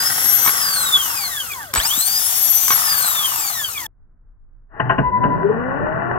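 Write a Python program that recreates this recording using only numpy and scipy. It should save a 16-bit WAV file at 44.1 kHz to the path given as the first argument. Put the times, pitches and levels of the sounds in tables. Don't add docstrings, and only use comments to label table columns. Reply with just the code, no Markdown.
import sys
import numpy as np
from scipy import signal
from scipy.fft import rfft, irfft, next_fast_len
from scipy.io import wavfile
from scipy.ndimage import uniform_filter1d, minimum_filter1d, map_coordinates

SR = 44100
rng = np.random.default_rng(int(sys.argv[2]) if len(sys.argv) > 2 else 0)


def unload_wav(signal):
    wavfile.write(
        sys.argv[1],
        SR,
        np.round(np.clip(np.atleast_2d(signal).T, -1, 1) * 32767).astype(np.int16),
    )


N = 272538
SLOW, SLOW_FROM_S = 8, 3.9
BARS, PINION_RATIO = 23, 4.93
FREE_HZ = 6457

# frequency in Hz, level in dB.
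BRUSH_SPECTRUM = [(150, -44.5), (700, -9), (2700, -8.5), (3400, -2.5), (4000, -8), (5200, -0.5),
                  (6600, 3.5), (7600, -0.5), (9000, 4), (9800, -3.5), (11800, 6.5), (12800, 2), (14000, 2),
                  (16000, -3), (16900, -22.5), (23500, -18), (26000, -68)]
# frequency in Hz, level in dB.
GEAR_SPECTRUM = [(30, -26.5), (110, -9), (260, -13), (480, -13), (750, -7), (1150, 2), (1600, 0.5),
                 (2400, -9.5), (5000, -9.5), (14000, -91)]


def undb(db):
    return 10 ** (np.asarray(db) / 20)


def unit(x):
    return x / np.sqrt(np.mean(x ** 2) + 1e-18)


def lookup(hz, points):
    f, value = np.transpose(points)
    return np.interp(np.log(hz + 1), np.log(np.sort(f)), value)


def shape(x, response):
    size = next_fast_len(x.shape[-1] + 8192)
    hz = np.arange(size // 2 + 1) * SR / size
    return irfft(rfft(x, size) * response(hz), size)[..., :x.shape[-1]]


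def colour(x, points, slow=1, tilt_db=0):
    return unit(shape(x, lambda f: undb(lookup(f * slow, points) + tilt_db * np.log2(f / SR + 1e-4))))


def walk(t, rate):
    return map_coordinates(rng.standard_normal(4096), [t * rate], order=2, mode="wrap")


def add(out, start_s, x):
    i = max(int(start_s * SR), 0)
    out[:, i:i + x.shape[1]] += x[:, :out.shape[1] - i]


def slowdown(s):
    return SLOW if s > SLOW_FROM_S else 1


def mics(x, slow, scatter_db, lead_rad=0.67, scatter_s=0.0077, lag_s=0):
    # frequency as heard in Hz, left minus right in dB.
    natural_balance = [(100, 5.5), (700, 3.5), (1300, -3), (2400, -0.5), (3400, 1.5), (4600, 2),
                       (8000, 4.5), (12000, 13.5)]
    slowed_balance = [(100, 0.8), (200, 0.35), (400, 6.7), (700, 4.9), (1300, 5.1), (2400, 11.9)]
    balance = natural_balance if slow == 1 else slowed_balance
    side = np.array([[1], [-1]])
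    t = np.arange(1024 * slow) / SR / slow
    echoes = rng.standard_normal((2, len(t))) * np.exp(-t / scatter_s)
    echoes /= np.sqrt(np.sum(echoes ** 2, axis=1, keepdims=True))
    direct = shape(
        x, lambda f: np.exp(1j * side * (lead_rad * np.tanh(f * slow / 500) + np.pi * f * slow * lag_s)))
    scattered = undb(scatter_db) * signal.fftconvolve(x[None], echoes, axes=1)[:, :len(x)]
    return shape(direct + scattered, lambda f: undb(side * lookup(f, balance) / 2))


def air(outdoor_db=-49, hush_db=-45, side_db=-5):
    # frequency in Hz, spectral level in dB.
    hush_spectrum = [(12, -37), (20, -1.5), (32, -0.5), (57, -29), (81, -17.5), (124, -27), (527, -49.5),
                     (1500, -50.5), (2100, -65), (3000, -93.5), (3900, -109), (6600, -120)]
    t = np.arange(N) / SR
    mid, side = rng.standard_normal((2, N))
    noise = (mid + undb(side_db) * side * np.array([[1], [-1]])) * undb(1.1 * walk(t, 17))
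    outdoor = colour(noise, [(20, -21), (50, -7), (100, 0), (200, -12), (600, -17.5), (4000, -56)])
    slowed = np.clip((t - SLOW_FROM_S) / 0.045 + 1, 0, 1)
    return undb(outdoor_db) * outdoor * (1 - slowed) + undb(hush_db) * colour(noise, hush_spectrum) * slowed


def rush(length_s, db, slow):
    t = np.arange(int(length_s * SR)) / SR
    noise = colour(rng.standard_normal(len(t)), BRUSH_SPECTRUM, slow, tilt_db=-4)
    return undb(db) * np.sin(np.pi * t / length_s) ** 2 * noise


def thump(hz, length_s, db):
    t = np.arange(int(length_s * SR)) / SR
    return undb(db) * np.sin(np.pi * t / length_s) * np.sin(2 * np.pi * hz * t)


def squeal(hz, null_s, db, crest_beats=1.8, spread_beats=1.77, octave_db=-23):
    t = np.arange(int(6 * null_s * SR)) / SR
    beats = t / null_s
    swell = np.exp(-((beats - crest_beats) / spread_beats) ** 2 / 2)
    tone = np.sin(2 * np.pi * hz * t) + undb(octave_db) * np.sin(2 * np.pi * 2 * hz * t)
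    return undb(db) * swell * np.sin(np.pi * beats) * tone


def blow(thud_db, clang_db, stretch, slow, crunch_t60=0.026, crack_t60=0.011, rise_s=0.00096):
    # frequency in Hz, level in dB.
    crack_spectrum = [(3000, -18.5), (12000, 2.5), (19000, -2.5), (24000, 5.5), (27000, -39),
                      (48000, -55.5), (70000, -93)]
    # frequency in Hz, level in dB, unstretched seconds to fall 60 dB.
    housing_modes = [(1088, 1, 0.032), (1400, -43.5, 0.036), (2206, 0.5, 0.024), (3044, -6, 0.023),
                     (5410, 2.5, 0.021), (6920, -9.5, 0.12), (8370, 13.5, 0.011), (10050, -19, 0.0053),
                     (11110, -32, 0.0069), (12696, -3, 0.029)]
    t = np.arange(int(0.07 * SR) * slow) / SR / slow
    fall = -np.log(1000) * t / max(stretch, 0.1)
    dull = undb(thud_db) * colour(rng.standard_normal(len(t)), GEAR_SPECTRUM, slow)
    bright = undb(clang_db) * colour(rng.standard_normal(len(t)), BRUSH_SPECTRUM, slow)
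    faint_waver = undb(0.05 * walk(t, 900))
    out = (dull + bright) * faint_waver * np.exp(fall / crunch_t60)
    crack = colour(rng.standard_normal(len(t)), crack_spectrum, slow)
    out += undb(clang_db - 4) * crack * np.exp(fall / crack_t60)
    for hz, db, t60 in housing_modes:
        strength_db = thud_db if hz < 3000 else clang_db
        ring = np.exp(fall / t60) * np.sin(2 * np.pi * (hz * t + rng.random()))
        out += undb(strength_db + db - 3) * ring
    attack = 1 - np.exp(-(t / rise_s) ** 2)
    return mics(out * attack, slow, scatter_db=-12.5)


def freewheel(t, turns, slow, ring_hz=1170, decay_turns=0.22, rise_turns=0.043):
    pinion = turns / PINION_RATIO
    age = pinion % 1
    knocks = (1 - np.exp(-(age / rise_turns) ** 2)) * np.exp(-age / decay_turns) * (1 - age)
    ring = np.sin(2 * np.pi * ring_hz * t / slow + walk(t, 260 / slow))
    return unit(knocks * undb(0.85 * walk(pinion, 1)) * ring)


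def gears(t, turns, slow, tilt_db, teeth_per_turn=8.1, mesh_db=-2, cogging_db=-19):
    slap = undb(-1.5 * np.cos(2 * np.pi * turns / PINION_RATIO) + 3.7 * walk(t, 170 / slow))
    rattle = colour(slap * rng.standard_normal(len(t)), GEAR_SPECTRUM, slow, tilt_db)
    mesh_hz = teeth_per_turn * np.gradient(turns) * SR * slow
    backlash = 1.48 * walk(turns, 1)
    mesh_phase = 2 * np.pi * teeth_per_turn * turns + backlash
    mesh = undb(lookup(mesh_hz, GEAR_SPECTRUM)) * slap * np.sin(mesh_phase)
    cogging = (1 + 0.6 * walk(turns, 0.5)) * np.sin(6 * np.pi * turns)
    return rattle + undb(mesh_db) * mesh + undb(cogging_db) * cogging * np.minimum(mesh_hz / 1500, 1) ** 2


def brushes(turns, slow, tilt_db, tick_db=-2, throb=0.19, spark_db=8.5):
    spots, n = 4 * BARS, len(turns)
    angle, height = rng.random(spots), rng.standard_normal(spots)
    hiss = rng.standard_normal(n) * (1 + throb * np.cos(2 * np.pi * turns))
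    passes = np.arange(int(turns[-1]) + 1)[:, None] + angle
    size = height * undb(spark_db * rng.standard_normal(passes.shape))
    due = passes < turns[-1]
    place = np.interp(passes[due], turns, np.arange(n))
    i, late = place.astype(int), place % 1
    ticks = np.bincount(np.r_[i, i + 1], np.r_[size[due] * (1 - late), size[due] * late], n + 1)[:n]
    ticks = unit(ticks / np.sqrt(np.gradient(turns)))
    return colour(hiss + undb(tick_db) * ticks, BRUSH_SPECTRUM, slow, tilt_db)


def resonance(hz, centre_hz=3395, width_hz=130):
    return 1 / (1 + (2 * (hz - centre_hz) / width_hz) ** 2)


def housing(bar_hz, order, between_db=-44):
    # centre in Hz, width in Hz, level in dB for the first partial and for the second.
    resonances = [(950, 230, -33.5, -53.5), (1775, 350, -31, -36), (2377, 260, -38.5, -30),
                  (3197, 130, -15.5, -19), (3420, 190, -15, -24.5), (4237, 900, -26, -30.5),
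                  (4923, 580, -21, -28.5), (5966, 470, -24, -29.5), (8180, 900, -41, -21.5),
                  (8916, 200, -48, -20), (10440, 760, -38.5, -24), (11727, 520, -44.5, -15)]
    power = sum(undb(db[order - 1]) ** 2 * resonance(order * bar_hz, hz, width) ** 2
                for hz, width, *db in resonances)
    return 10 * np.log10(power + undb(between_db) ** 2 * bar_hz / 1000)


def overtones(t, turns, bar_hz, slow, fall_db=-2.02, flutter_db=5.5):
    out = 0
    for k in range(3, 9):
        hz = k * bar_hz
        db = lookup(hz, BRUSH_SPECTRUM) + 17 * resonance(hz) + fall_db * k + flutter_db * walk(t, 35 / slow)
        uneven = 1 + 0.76 * np.cos(2 * np.pi * turns + k)
        phase = k * (2 * np.pi * BARS * turns + 0.2 * walk(t, 250 / slow))
        out += undb(db) * uneven * np.sin(phase) * (hz / slow < SR / 2)
    return out


def whine(t, turns, bar_hz, slow, nose_db, wobble=0.13, rasp=0.2, flutter_db=3.5):
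    phase = 2 * np.pi * BARS * turns + 0.1 * walk(t, 600 / slow)
    out = 0
    for k in (1, 2):
        uneven = 1 + wobble * np.cos(2 * np.pi * turns + k) + rasp * walk(t, 800 / slow)
        db = housing(bar_hz, k) + nose_db * resonance(k * bar_hz) + flutter_db * walk(t, 45 / slow)
        out += undb(db) * uneven * np.sin(k * phase)
    return out


def bar_rate(t, on_s, off_s, slow, spin_up_s=0.359, surge_s=0.107, surge_share=0.228,
             drag_s=1.92, friction_hz_per_s=2800):
    driven_s = (np.minimum(t, off_s) - on_s) / slow
    coasted_s = np.maximum(t - off_s, 0) / slow
    climb = (1 - surge_share) * np.exp(-driven_s / spin_up_s)
    surge = surge_share * np.exp(-driven_s / surge_s)
    reached_hz = FREE_HZ * (1 - climb - surge)
    friction_hz = friction_hz_per_s * drag_s
    return np.maximum((reached_hz + friction_hz) * np.exp(-coasted_s / drag_s) - friction_hz, 200)


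def motor(on_s, off_s, end_s, whine_db, nose_db, overtone_db, hiss_db, hiss_tilt_db,
          driven_db, coasting_db, gear_tilt_db, unload_s=0.015):
    # bar rate in Hz, then dB of brush hiss, gear rattle under power and gear rattle coasting.
    levels_by_speed = [(516, -43.5, -28.5, -42), (1080, -31, -21, -37), (1730, -27.5, -25, -35.5),
                       (2195, -24, -27.5, -30.5), (4070, -21, -36, -26), (6145, -18.5, -36, -25)]
    slow = slowdown(on_s)
    t = np.arange(int(max(on_s, 0) * SR), int(end_s * SR)) / SR
    bar_hz = bar_rate(t, on_s, off_s, slow)
    speed = bar_hz / FREE_HZ
    turns = np.cumsum(bar_hz / slow) / BARS / SR
    brush_db, loaded_db, loose_db = (lookup(bar_hz, np.array(levels_by_speed)[:, [0, k]])
                                     for k in (1, 2, 3))
    coasting = np.clip((t - off_s) / unload_s, 0, 1)
    loose_gain = coasting * undb(loose_db + coasting_db)
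    gear_gain = (1 - coasting) * undb(loaded_db + driven_db) + loose_gain
    current_db = 11 * (1 - coasting) * (1 - speed) ** 2
    tones = undb(whine_db + current_db) * whine(t, turns, bar_hz, slow, nose_db)
    tones += undb(brush_db + overtone_db - 11 * speed) * overtones(t, turns, bar_hz, slow)
    tones += undb(-52 + 4.2 * walk(t, 30 / slow)) * speed ** 2 * np.sin(2 * np.pi * turns)
    near, far = (undb(brush_db + hiss_db) * brushes(turns, slow, hiss_tilt_db)
                 + gear_gain * gears(t, turns, slow, gear_tilt_db) for _ in range(2))
    knocks = mics(undb(2.5) * loose_gain * freewheel(t, turns, slow), slow, scatter_db=-9.5, lead_rad=1)
    noise = mics(near, slow, scatter_db=-9.5, lead_rad=0.05, lag_s=0.00026)
    noise += undb(-3) * mics(far, slow, scatter_db=3.5, lead_rad=-1.2)
    fade = np.clip(np.minimum(t - t[0], t[-1] - t) / 0.003, 0, 1)
    return (mics(tones, slow, scatter_db=-17) + noise + knocks) * fade


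def scene():
    # power on, power off and end in seconds; whine, nose resonance, overtones and hiss in dB;
    # hiss tilt in dB per octave; driven and coasting rattle in dB; rattle tilt in dB per octave.
    runs = [(-0.42, 0.46, 1.74, 1.5, 6, -7, -7, -1, 3.5, -8, -0.5),
            (1.7312, 2.69, 3.868, 1, -6, -0.5, -5.5, -0.5, -3.5, -6, 1.07),
            (4.893, 9, 6.18, 1, 5.5, -4.5, -5.5, -3.5, -5.5, -4, 2)]
    # start in seconds, thud in dB, clang in dB, factor on the ring time.
    blows = [(0.45, -24.5, -22.5, 4), (0.462, -1, -18, 0.27), (0.4743, -9.5, -30, 1.7),
             (0.4915, -10.5, -32, 0.8), (1.7375, -10, -11, 0.56), (1.75, -20, -14.5, 0.68),
             (1.7582, -8, -17, 0.78), (2.68, -12, -8, 0.71), (2.7032, -10, -24.5, 1.28),
             (2.7196, -17.5, -38.5, 3.8), (2.778, -22, -62.5, 0.78), (4.795, -16, -10, 0.44),
             (4.851, -22.5, -38.5, 0.85), (4.892, -19.5, -11.5, 0.86), (4.979, -7.5, -13.5, 0.59),
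             (5.233, -9.5, -17.5, 0.56)]
    # start in seconds, pitch in Hz, seconds between the nulls of the beat, level in dB.
    squeals = [(1.763, 7930, 0.0083, -11), (5.02, 994.5, 0.0899, -11.5)]
    # start in seconds, pitch in Hz, length in seconds, level in dB.
    thumps = [(1.772, 53, 0.03, -19), (1.974, 247, 0.01, -28.5), (4.798, 124.8, 0.14, -19),
              (5.015, 61, 0.11, -29)]
    out = air()
    for run in runs:
        add(out, run[0], motor(*run))
    for s, thud_db, clang_db, stretch in blows:
        add(out, s, blow(thud_db, clang_db, stretch, slowdown(s)))
    add(out, 4.68, mics(rush(length_s=0.34, db=-33.5, slow=SLOW), SLOW, scatter_db=0.5))
    for s, hz, null_s, db in squeals:
        add(out, s, mics(squeal(hz, null_s, db), slowdown(s), scatter_db=-70.5))
    for s, hz, length_s, db in thumps:
        add(out, s, mics(thump(hz, length_s, db), slowdown(s), scatter_db=-22.5))
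    return out


def record(dry, low_hz=22, top_hz=15800, ceiling=0.9):
    lean = signal.sosfilt(signal.butter(2, low_hz, "high", fs=SR, output="sos"), dry)
    needed_gain = np.minimum(ceiling / (np.abs(lean).max(axis=0) + 1e-9), 1)
    held_gain = minimum_filter1d(needed_gain, size=161)
    gain = uniform_filter1d(uniform_filter1d(held_gain, size=81), size=81)
    return signal.sosfilt(signal.ellip(10, 0.2, 80, top_hz, fs=SR, output="sos"), lean * gain)


dry = scene()
out = record(dry)
unload_wav(out)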